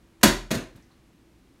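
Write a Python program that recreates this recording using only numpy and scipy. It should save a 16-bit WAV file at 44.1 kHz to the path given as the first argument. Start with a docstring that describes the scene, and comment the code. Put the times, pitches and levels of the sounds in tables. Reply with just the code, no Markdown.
"""Light switch in a quiet room

A wall switch is snapped off close by in a carpeted room. The plastic rocker cracks, its spring
rings, the hollow wall thumps and the room answers, with a slow boom underneath. A softer, duller
double clack follows, with soft thuds of the hand and a few faint handling ticks over a low hum."""
import sys
import numpy as np
from scipy import signal
from scipy.fft import rfft, irfft, next_fast_len
from scipy.io import wavfile
from scipy.ndimage import map_coordinates

SR = 44100
rng = np.random.default_rng(int(sys.argv[2]) if len(sys.argv) > 2 else 0)


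def unload_audio(sound):
    """Save the sound as a 16-bit wav file, at the path given as the first command line argument."""
    columns = np.transpose(np.atleast_2d(sound))
    # keep every value between -1 and 1, then stretch to whole-number steps
    steps = np.round(np.clip(columns, -1, 1) * 32767)
    wavfile.write(sys.argv[1], SR, steps.astype(np.int16))


N = 70560
t = np.arange(N) / SR


def amp(db):
    """Decibels to gain."""
    return 10 ** (np.asarray(db) / 20)


def curve_at(points, hz):
    """Read a curve of (Hz, value) points on a log frequency axis."""
    freqs, values = np.transpose(points)
    return np.interp(np.log(hz + 1), np.log(freqs + 1), values)


def attack(rise_s):
    """Exponential rise from 0 towards 1."""
    return 1 - np.exp(-t / rise_s)


def decay(age_s, t60_s):
    """Exponential fall by 60 dB in t60_s."""
    return np.exp(-np.log(1000) * age_s / t60_s)


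def equalise(x, colour_db):
    """Filter x by a gain in dB given as a function of frequency."""
    size = next_fast_len(2 * len(x))
    gain = amp(colour_db(np.fft.rfftfreq(size, 1 / SR)))
    return irfft(rfft(x, size) * gain, size)[:len(x)]


def noise(colour_db):
    """Coloured noise of rms 1."""
    x = equalise(rng.standard_normal(N), colour_db)
    return x / np.sqrt(np.mean(x ** 2))


def delayed(x, delay_s):
    """Slide x later on the timeline."""
    return np.pad(x, (round(delay_s * SR), 0))[:N]


# Colour of the still air: freq_hz, gain_db
AIR_COLOUR = [(15, -14), (33, -6), (56, -2), (81, -7), (160, -5), (234, -5), (340, -6), (408, -13),
              (560, -18), (920, -20.5), (1550, -23), (2650, -25.5), (4600, -30), (7750, -33.5),
              (11800, -36.5), (15000, -42)]
# Partials of the appliance hum: pitch_hz, level_db
HUM_PARTIALS = [(59.5, -68), (119.5, -71), (331, -68)]

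def room_tone(air_db=-59.2, waver_db=2, waver_hz=8):
    """A bed of low rumble and hiss under a slightly wavering appliance hum."""
    hum = 0
    for hz, db in HUM_PARTIALS:
        waver = map_coordinates(rng.standard_normal(64), [t * waver_hz], mode="mirror")
        tone = np.sqrt(2) * np.sin(2 * np.pi * (hz * t + rng.random()))
        hum += amp(db + waver_db * waver) * tone
    return hum + amp(air_db) * noise(lambda hz: curve_at(AIR_COLOUR, hz))


# Reverb time across the spectrum: freq_hz, t60_s
REVERB_DECAY = [(60, .5), (200, .38), (600, .36), (1500, .35), (4000, .345), (8000, .305), (15000, .25)]
# Colour of the reverb: freq_hz, gain_db
REVERB_COLOUR = [(60, -4.5), (300, 2), (800, -1), (1200, -1), (3000, -3.5), (7000, -6), (9500, -5.5),
                 (12000, -9), (15000, -10)]

def reverb(x, return_db=1, predelay_s=0.003, build_s=0.004):
    """The room's short, diffuse tail; the treble dies first."""
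    freqs, age_s, spectrum = signal.stft(rng.standard_normal(N), SR, nperseg=256)
    spectrum *= decay(age_s, curve_at(REVERB_DECAY, freqs)[:, None])
    tail = signal.istft(spectrum, SR)[1][:N] * attack(build_s)
    tail = equalise(tail / np.linalg.norm(tail), lambda hz: curve_at(REVERB_COLOUR, hz))
    return amp(return_db) * signal.fftconvolve(x, delayed(tail, predelay_s))[:N]


# The room's lowest modes: pitch_hz, level_db, t60_s, rise_s
BOOM_MODES = [(40, -12.5, 0.61, 0.081), (60, -17.5, .35, .015)]

def room_boom():
    """Each wall thump slowly swells the room's lowest modes."""
    swell = sum(amp(db) * attack(rise_s) * decay(t, t60_s) * np.sin(2 * np.pi * hz * t)
                for hz, db, t60_s, rise_s in BOOM_MODES)
    return sum(amp(thump_db) * delayed(swell, start_s) for start_s, _, _, thump_db, *_ in SWITCH_HITS)


# Faint handling ticks: start_s, level_db, pitch_hz, width_hz
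TICK_CUES = [(.755, -56, 3800, 2000), (.759, -54.5, 9500, 10000), (.797, -59, 1900, 1200),
             (.822, -61, 6000, 1000), (.903, -59, 1200, 500), (.911, -59, 4200, 400)]

def handling_ticks(rise_s=0.003, t60_s=0.07):
    """Light touches, each sounding a resonance of its own, heard in the room."""
    envelope = attack(rise_s) * decay(t, t60_s)
    ticks = 0
    for start_s, db, pitch_hz, width_hz in TICK_CUES:
        resonance = noise(lambda hz: -10 * np.log10(1 + (2 * (hz - pitch_hz) / width_hz) ** 2))
        ticks += delayed(amp(db) * envelope * resonance, start_s)
    return ticks + reverb(ticks)


# Bumps of the hand on the wall: start_s, level_db
THUD_CUES = [(.506, -23), (.542, -26), (.562, -28.5), (.588, -31), (.620, -38.5), (.750, -45),
             (.772, -44.5)]
# Dark colour of a bump: freq_hz, gain_db
HAND_COLOUR = [(30, -25), (70, -34), (108, 7), (150, -1), (250, -1.5), (350, -6), (450, -15), (700, -20),
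               (2000, -23), (8000, -66)]

def hand_thuds(rise_s=0.003, t60_s=0.1446):
    """The soft hand meets the wall: low, toneless bumps."""
    envelope = attack(rise_s) * decay(t, t60_s)
    return sum(delayed(amp(db) * envelope * noise(lambda hz: curve_at(HAND_COLOUR, hz)), start_s)
               for start_s, db in THUD_CUES)


def ring(modes, scatter_db=1):
    """Damped modes, each a little stronger or weaker at every hit."""
    return sum(amp(db + scatter_db * rng.standard_normal()) * decay(t, t60_s) * np.sin(2 * np.pi * hz * t)
               for hz, db, t60_s in modes)


# Body of the hollow wall: pitch_hz, level_db, t60_s
WALL_MODES = [(103.4, -21, 0.45), (121.4, -18.5, 0.45), (150.27, -11.5, 0.33), (174.7, -3, 0.2),
              (212, 9.5, 0.082), (254.7, -9.5, 0.31), (286.8, -11, 0.25), (332.6, -7.5, 0.28),
              (367.7, -9.5, 0.27), (383.7, -12, .24), (527, -14.5, .14), (642, -3.5, 0.11), (671, -7, 0.09),
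              (1012, -21, .16)]

def wall_thump(rise_s=0.0053):
    """The hollow wall rings up just behind the crack and gives it weight."""
    return ring(WALL_MODES) * (1 - np.exp(-(t / rise_s) ** 2))


# Colour of the plastic's crack: freq_hz, gain_db
PLASTIC_COLOUR = [(60, -25.5), (150, -6), (350, -1), (480, -2.5), (570, -2.5), (660, 2.5), (790, -8.5),
                  (980, -0.5), (1200, -6), (1800, -2), (2500, -3.5), (3800, -3), (5000, -6.5), (6700, -4),
                  (7600, -7), (10000, -9.5), (12200, -9), (16000, -19)]
# Thin ring of the spring and cover plate: pitch_hz, level_db, t60_s
SPRING_MODES = [(1295, -35, .22), (1800, -31, .22), (2462, -27, .22), (2681, -30, .22), (3372, -33, .25),
                (3790, -33, .2), (4378, -29, .2), (4675, -32, .22), (5538, -34, .2), (6627, -31, .28),
                (6845, -26.5, .26), (12170, -24, .08)]

def rocker_crack(tilt_db, rise_s, spring_db, t60_s=0.062):
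    """The plastic strikes in a burst of noise and sets the spring ringing; more tilt is brighter."""
    burst = noise(lambda hz: curve_at(PLASTIC_COLOUR, hz) + tilt_db * np.log2(hz + 500))
    spring = amp(spring_db) * ring(SPRING_MODES)
    return (burst * decay(t, t60_s) + spring) * attack(rise_s)


# Hits of the rocker, the snap and then the double clack (spring_db is relative to the crack):
# start_s, crack_db, tilt_db_per_octave, thump_db, rise_s, spring_db
SWITCH_HITS = [(0.2117, -45, -3.5, -61, 0.0011, 2), (0.2309, -13.5, 0.5, -24.5, 0.0003, 5.5),
               (0.2325, -10.5, -0.5, -24, .0004, 3), (0.2352, -7.5, -0.5, -8, 0.0005, -1.5),
               (.5060, -29.5, -3.5, -29.5, 0.00044, -17), (0.5105, -20, -3.5, -28.5, 0.0012, -8),
               (.5150, -26, 0.5, -37, 0.00035, -19), (.5410, -25, -3, -39, 0.0031, -11.5),
               (.5510, -32, 0.1, -55, 0.00051, -15)]

def light_switch(echo_s=0.043, crack_echo_db=-17.5, thump_echo_db=-11.5, thump_send_db=-16):
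    """Each hit layers a crack and a thump, with reverb and a slap off the far wall."""
    track = np.zeros(N)
    for start_s, crack_db, tilt_db, thump_db, rise_s, spring_db in SWITCH_HITS:
        crack = amp(crack_db) * rocker_crack(tilt_db, rise_s, spring_db)
        thump = amp(thump_db) * wall_thump()
        slap = delayed(amp(crack_echo_db) * crack + amp(thump_echo_db) * thump, echo_s)
        tail = reverb(crack + amp(thump_send_db) * thump)
        track += delayed(crack + thump + slap + tail, start_s)
    return track


def scene():
    """Mono mix: the switch up front, handling, boom and room tone behind it."""
    return (light_switch() + handling_ticks() + hand_thuds() + room_boom() + room_tone())[None]


def record(dry, ceiling=1.05, cutoff_hz=15750):
    """A soft clip rounds the highest peaks, then a steep low-pass trims the top."""
    rounded = dry / (1 + np.abs(dry / ceiling) ** 6) ** (1 / 6)
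    lowpass = signal.ellip(10, 0.1, 80, cutoff_hz, fs=SR, output="sos")
    return signal.sosfilt(lowpass, rounded)


dry = scene()
out = record(dry)
unload_audio(out)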